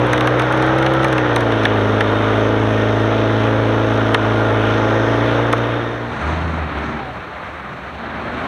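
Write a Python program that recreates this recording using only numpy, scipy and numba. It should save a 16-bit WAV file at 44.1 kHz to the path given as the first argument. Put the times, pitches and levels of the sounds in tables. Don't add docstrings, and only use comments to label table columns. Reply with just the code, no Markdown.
import sys
import numpy as np
from scipy import signal
from scipy.fft import rfft, irfft, next_fast_len
from scipy.io import wavfile
from scipy.ndimage import uniform_filter1d
from numba import njit

SR = 44100
rng = np.random.default_rng(int(sys.argv[2]) if len(sys.argv) > 2 else 0)


def store_pcm(level_fs):
    pcm = np.round(np.clip(level_fs, -1, 1) * 32767).astype(np.int16)
    wavfile.write(sys.argv[1], SR, np.atleast_2d(pcm).T)


def amplitude_ratio(level_db):
    exponent = np.asarray(level_db, float) / 20
    return 10 ** exponent


N = 373527
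T = np.arange(N) / SR

# suction_db, suction_place, pressure_db, pressure_place
CYLINDERS = [
    (-2, .38, -12, .05),
    (-6, 1.43, -6, .97),
    (0, 2.4, -14, 2.),
    (-1, 3.47, -5, 3.02),
]


def curves(table):
    s, *columns = np.transpose(table)
    return [np.interp(T, s, c) for c in columns]


def unit(x):
    return x / np.sqrt(np.mean(x ** 2))


def walk(rate):
    hold = int(SR / rate)
    steps = np.repeat(rng.standard_normal(N // hold + 1), hold)
    return 1.3 * uniform_filter1d(uniform_filter1d(steps, hold), hold)[:N]


def band(x, colour, lo_hz, hi_hz):
    # frequency_hz, gain_db
    microphone = [(3700, 3.5), (4200, -3.5), (4800, -16.5), (5300, -11), (6200, -6), (6700, -17),
                  (7100, -26), (8000, -25), (8900, -19), (10000, -25), (12000, -32.5), (16000, -29)]
    size = next_fast_len(N)
    log_hz = np.log(np.maximum(np.arange(size // 2 + 1) * SR / size, 1))
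    gain_db = 0
    for response in (colour, microphone):
        hz, db = np.transpose(response)
        gain_db = gain_db + np.interp(log_hz, np.log(hz), db)

    def edge(hz):
        return np.clip((log_hz - np.log(hz)) / 0.3 + 0.5, 0, 1)

    window = np.sqrt(np.maximum(edge(lo_hz) - edge(hi_hz), 0))
    return irfft(rfft(x, size) * amplitude_ratio(gain_db) * window, size)[:N]


def roar(colour, span_hz, gate, flicker_db):
    noise = gate * rng.standard_normal(N)
    lo_hz, hi_hz = span_hz
    hz = np.geomspace(lo_hz, hi_hz, int(2 * np.log2(hi_hz / lo_hz)) + 1)
    return sum(amplitude_ratio(flicker_db * walk(12)) * band(noise, colour, a, b) for a, b in zip(hz, hz[1:]))


def lines(table, orders, rough):
    silencer_hz, silencer_db_per_hz = 74, 0.6
    hz, level_db = curves(table)
    phase = 2 * np.pi * np.cumsum(hz * (1 + 0.0121 * rough * walk(30))) / SR
    start_s, end_s = table[0][0], table[-1][0] + 0.03
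    fade = np.clip(np.minimum(T - start_s, end_s - T) / 0.06, 0, 1)
    tones = 0
    for k, db in orders:
        cut_db = silencer_db_per_hz * np.minimum(k * hz - silencer_hz, 0)
        tones = tones + amplitude_ratio(db + cut_db + 2 * rough * walk(13)) * np.sin(k * phase + k * k)
    return np.sqrt(2) * fade * amplitude_ratio(level_db) * tones


def crank_orders(turn, crank_hz, fast):
    # multiple, level_db
    orders_slow = [(.5, -38), (1, -14), (1.5, -25), (2, 0), (2.5, -20), (3, -29), (3.5, -25), (4, -8),
                   (4.5, -27), (5, -6), (5.5, -12), (6, -6), (6.5, -21), (7, -14), (7.5, -10), (8, -8),
                   (8.5, -12), (9, -15), (9.5, -15), (10, -23), (10.5, -24), (11, -12), (11.5, -13),
                   (12, -14)]
    # multiple, level_db
    orders_fast = [(0.5, -36), (1, -13), (1.5, -22), (2, 0), (2.5, -24), (3, -12), (3.5, -21), (4, -17),
                   (4.5, -21), (5, 0), (5.5, -19), (6, -12), (6.5, -18), (7, -9), (7.5, -19), (8, -7),
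                   (8.5, -15), (9, -13), (9.5, -21), (10, -16), (10.5, -23), (11, -19), (11.5, -16),
                   (12, -18)]
    # centre_hz, width_hz, lift_db
    pipes = [
        (650, 21, 2),
        (548, 30, 6.5),
    ]
    suck_db, suck_at, push_db, push_at = np.transpose(CYLINDERS)
    tones = 0
    for (k, slow_db), (_, fast_db) in zip(orders_slow, orders_fast):
        pressure = amplitude_ratio(push_db) * np.exp(-1j * k * np.pi * push_at)
        suction = amplitude_ratio(suck_db) * np.exp(-1j * k * np.pi * suck_at)
        start_phase = np.angle((pressure - suction).sum())
        wobble = min(k / 8, 1)
        db = slow_db + fast * (fast_db - slow_db) + (0.3 + 1.3 * wobble) * walk(9)
        for hz, width, lift in pipes:
            db = db + lift * np.exp(-((k * crank_hz - hz) / width) ** 2)
        tones = tones + amplitude_ratio(db) * np.cos(k * turn + start_phase + 0.25 * wobble * walk(11))
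    return tones


def gear_whine(turn, crank_hz):
    teeth, case_hz, case_width_hz, whine_db = 20, 1314, 24, -26
    resonance = np.exp(-((teeth * crank_hz - case_hz) / case_width_hz) ** 2)
    return amplitude_ratio(whine_db + 3 * walk(25)) * resonance * np.sin(teeth * turn + 0.5 * walk(30))


def blows(turn, scatter_db, jitter):
    # frequency_hz, level_db
    blow_colour = [(600, -5), (680, 6.5), (760, -3), (860, 4.5), (1000, -18), (1200, 4), (1450, -1.5),
                   (1800, -8.5), (2200, -21)]
    count = np.arange(4, int(turn[-1] / np.pi) - 4)
    blow_db, late = np.array(CYLINDERS)[count % 4, :2].T
    lag_chance, size_chance = rng.standard_normal((len(count), 2)).T
    angle = np.pi * (count - count % 4 + late + jitter * lag_chance)
    place = np.interp(angle, turn, np.arange(N))
    size = amplitude_ratio(blow_db + scatter_db * size_chance)
    whole, part = place.astype(int), place % 1
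    pulses = np.bincount(whole, size * (1 - part), N) + np.bincount(whole + 1, size * part, N)
    t = np.arange(int(0.007 * SR)) / SR
    rattle = signal.chirp(t, 2700, t[-1], 400) * signal.windows.tukey(len(t), 0.2)
    return unit(band(signal.fftconvolve(pulses, rattle)[:N], blow_colour, 530, 3100))


def panels(gate):
    # centre_hz, width_hz, level_db
    modes = [(856, 87, -16), (1200, 46, -19.5), (1414, 60, -14.5), (1543, 62, -18), (1833, 81, -17),
             (3647, 90, -27)]
    shake = gate * rng.standard_normal(N)
    hum = 0
    for hz, width, db in modes:
        b, a = signal.iirpeak(hz, hz / width, SR)
        ring = signal.lfilter(b, a, signal.lfilter(b, a, shake))
        hum = hum + amplitude_ratio(db + 3.2 * walk(2.9)) * unit(ring)
    return hum


def near_engine():
    # time_s, crank_hz, load_db
    near = [(0.0, 60.9, -20.5), (0.5, 62.72, -22.5), (0.78, 65.1, -18.5), (1.05, 66.02, -16),
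            (1.31, 59.48, -21.5), (1.6, 54.73, -21), (1.85, 52.8, -19.5), (2.28, 53.78, -20.5),
            (2.47, 54.37, -16.5), (2.86, 54.46, -17), (3.3, 55.28, -18.5), (3.75, 55.62, -17),
            (4.13, 54.95, -20), (4.4, 55.15, -20.5), (4.65, 54.42, -19), (4.9, 55.3, -20.5),
            (5.28, 57.85, -20), (6.2, 59, -21)]
    # frequency_hz, level_db (per Hz)
    near_colour = [(30, -22), (45, -29), (110, -11), (167, -19.5), (210, -14), (330, -12), (430, -7.5),
                   (600, -8), (780, -12.5), (1420, -17), (2130, -19.5), (3660, -27), (6000, -28),
                   (16000, -30.5)]
    slow_hz, fast_hz, idle_load_db = 55.8, 64.4, -20
    crank_hz, tone_db = curves(near)
    turn = 2 * np.pi * np.cumsum(crank_hz * (1 + 0.002 * walk(25))) / SR
    fast = np.clip((crank_hz - slow_hz) / (fast_hz - slow_hz), 0, 1)
    load_db = tone_db - idle_load_db
    roar_db = -24 + 0.43 * load_db + 2.5 * fast
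    hiss_db = -34.5 + 0.72 * load_db + 0.7 * fast
    tones = amplitude_ratio(tone_db) * crank_orders(turn, crank_hz, fast) + gear_whine(turn, crank_hz)
    gate = 1 + 0.17 * np.cos(2 * turn - 2.6) + 0.16 * np.cos(turn)
    low = amplitude_ratio(-3.5) * unit(roar(near_colour, (25, 700), gate, flicker_db=1.5))
    mid = amplitude_ratio(-3.0) * unit(roar(near_colour, (700, 2200), gate, flicker_db=0.4))
    mid = mid + amplitude_ratio(-5) * blows(turn, scatter_db=2.5, jitter=0.008)
    mid = mid + panels(gate)
    high = unit(roar(near_colour, (2200, 17000), gate, flicker_db=1.0))
    return np.sqrt(2) * tones + amplitude_ratio(roar_db + 3.0) * (low + mid) + amplitude_ratio(hiss_db + 2.0) * high


def pops():
    # start_s, crack_db, body_db (relative to crack)
    bursts = [(0.0672, -36, -7), (0.131, -25.5, 6.5), (0.177, -34.5, 12), (0.2069, -30.5, 10),
              (0.272, -27.5, 9.5), (0.3948, -28.5, 11.5), (0.4193, -35.5, 9), (0.5237, -33, 6.5),
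              (0.5735, -38, 7), (0.6225, -31, 9), (0.6644, -34, 1), (0.784, -31.5, 9), (0.825, -31, 9.5),
              (0.8622, -30.5, 18), (0.936, -28.5, 1), (1.0303, -32, 13.5), (1.044, -21.5, 4.5),
              (1.0814, -33, 11), (1.1263, -24.5, 3), (1.1797, -31.5, 16.5), (1.3606, -24, 4.5),
              (1.4063, -32.5, 6), (1.5204, -39, 16), (1.6337, -37, 14), (1.652, -29.5, 16),
              (2.0068, -32.5, 17), (4.1441, -24, 12.5), (5.527, -24, 6.5), (5.5777, -40, 9),
              (6.785, -55, 21)]
    # frequency_hz, level_db (per Hz)
    pop_colour = [(400, 7), (900, 12), (1700, 13.5), (3000, 0.5), (6000, 0), (10000, 8), (16000, -1)]
    thump_db, thump_per_size = -8, 0.9
    hz = np.geomspace(400, 17000, 9)
    t = np.arange(int(0.08 * SR)) / SR
    out = 0
    for lo, hi in zip(hz, hz[1:]):
        envelope = np.zeros(N)
        late_s, decay_s = 4.0 / lo, 0.0008 + 3.0 / lo
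        burst = 1.8 * (1 - np.exp(-4 * t / decay_s)) * np.exp(-t / decay_s / 1.3)
        shape = burst + 0.24 * np.exp(-t / 0.011)
        for s, crack_db, body_db in bursts:
            low_db = body_db + thump_db + thump_per_size * (crack_db + 36)
            db = np.interp(np.log(lo), np.log([900, 3000, 7000]), [low_db - 16, body_db - 11, 0])
            i = int((s + late_s - 0.0004) * SR)
            envelope[i:i + len(t)] += amplitude_ratio(crack_db + db) * shape
        out = out + band(envelope * rng.standard_normal(N), pop_colour, lo, hi)
    return amplitude_ratio(15.5) * out


def belt_squeal():
    # time_s, pitch_hz, level_db
    squeal = [
        (4.67, 650.6, -53),
        (4.8, 652, -59),
        (5.02, 660, -53.5),
        (5.2, 631.9, -56),
    ]
    # multiple, level_db
    squeal_orders = [(8, 0), (9, 2), (10, -4)]
    return lines(squeal, squeal_orders, rough=0.15)


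def far_roar():
    # time_s, effort_db
    far = [(5.6, -8), (6.09, 0), (6.27, 4.5), (6.48, 2), (6.68, 1), (6.84, 3), (7.0, -0.5), (7.2, -3),
           (7.9, -3.5), (8.1, -.5), (8.47, 2.5)]
    # frequency_hz, level_db (per Hz)
    far_colour = [(25, -26), (45, -24), (70, -3), (90, -9.5), (230, -9.5), (540, -12.5), (1000, -16),
                  (1900, -24.5), (2300, -25.5), (3500, -39), (4300, -31), (5800, -38.5), (7500, -29),
                  (16000, -50)]
    # low_hz, high_hz, level_db, slope (dB per dB of effort), flicker_db
    layers = [
        (20, 556.4, -31, 1.2, 1.5),
        (551, 1100, -31.5, 1.15, 0.5),
        (1102, 2200, -30.5, 0.77, 1.),
        (2260, 5240, -40, 1, .6),
        (4785, 19000, -60.5, 1, 1.5),
    ]
    spray_s, spray_width_s, spray_db = 6.32, 0.26, -51
    effort_db, = curves(far)
    gate = amplitude_ratio(0.88 * walk(150))
    noise = 0
    for lo, hi, db, slope, flicker_db in layers:
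        noise = noise + amplitude_ratio(db + slope * effort_db) * unit(roar(far_colour, (lo, hi), gate, flicker_db))
    spin = np.exp(-((T - spray_s) / spray_width_s) ** 2)
    spray = spin * unit(roar(far_colour, (4000, 11000), gate, flicker_db=1.2))
    return noise + amplitude_ratio(spray_db) * spray


def far_tones():
    # time_s, pitch_hz, level_db
    coasting = [
        (5.95, 238, -37),
        (6.1, 235.6, -32),
        (6.25, 217, -36),
    ]
    # time_s, firing_hz, level_db
    blip_a = [
        (6.1, 58, -40),
        (6.2, 70, -30),
        (6.3, 79.7, -24.5),
        (6.47, 82, -25.5),
        (6.63, 78.2, -26.5),
        (6.74, 73.1, -33),
        (6.9, 70.1, -31),
        (7.02, 64.8, -31.5),
        (7.25, 58, -44),
    ]
    # time_s, firing_hz, level_db
    blip_b = [
        (6.62, 70.1, -45),
        (6.8, 76.9, -33),
        (6.89, 79, -30),
        (6.97, 74.6, -32),
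        (7.1, 62.2, -60),
    ]
    # time_s, pitch_hz, level_db
    squeak = [
        (6.76, 1300, -36),
        (6.85, 1345, -36),
        (6.93, 1375, -44),
    ]
    # time_s, pitch_hz, level_db
    gears = [
        (6.9, 890, -41),
        (7.03, 775, -33),
        (7.13, 712, -36),
    ]
    # time_s, firing_hz, level_db
    blip_c = [
        (7.95, 117, -44),
        (8.04, 109.7, -36.5),
        (8.25, 112.2, -39.5),
        (8.36, 124.7, -34),
        (8.47, 130, -43),
    ]
    # multiple, level_db
    loaded = [(1, 1.5), (2, -5.5), (3, -12.5), (4, -13)]
    revved = [(2, -11), (3, 1), (4, -5), (5, -7)]
    pulling = [(1, -9), (2, 1), (3, -7), (4, -12)]
    tones = lines(coasting, [(1, 0)], rough=0.6)
    tones = tones + lines(blip_a, loaded, rough=0.6)
    tones = tones + lines(blip_b, revved, rough=0.6)
    tones = tones + lines(squeak, [(1, 0), (1.37, -4)], rough=0.5)
    tones = tones + lines(gears, [(1, 0)], rough=0.8)
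    return tones + lines(blip_c, pulling, rough=0.9)


def scene():
    dissolve_start_s, dissolve_end_s = 5.365, 6.22
    share = np.clip((T - dissolve_start_s) / (dissolve_end_s - dissolve_start_s), 0, 1)
    near = near_engine() * (1 - share) ** 0.79 + pops() + belt_squeal()
    return (near + far_roar() * share + far_tones())[None]


@njit
def limiter(x, top, attack, release):
    gain, e = np.empty(len(x)), 0.
    for i in range(len(x)):
        e += (abs(x[i]) - e) * (attack if abs(x[i]) > e else release)
        gain[i] = min(1., top / (e + 1e-9))
    return gain


def low_pass(x):
    return signal.sosfilt(signal.butter(12, 15830, fs=SR, output="sos"), x)


def record(dry):
    limit_db, attack_s, release_s = -11.5, 0.006, 0.049
    dry = dry + amplitude_ratio(-68) * rng.standard_normal(N)
    gain = limiter(dry[0], amplitude_ratio(limit_db), 1 / (attack_s * SR), 1 / (release_s * SR))
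    mix = np.tanh(dry * gain / 2) * 2
    return low_pass(mix)


dry = scene()
out = record(dry)
store_pcm(out)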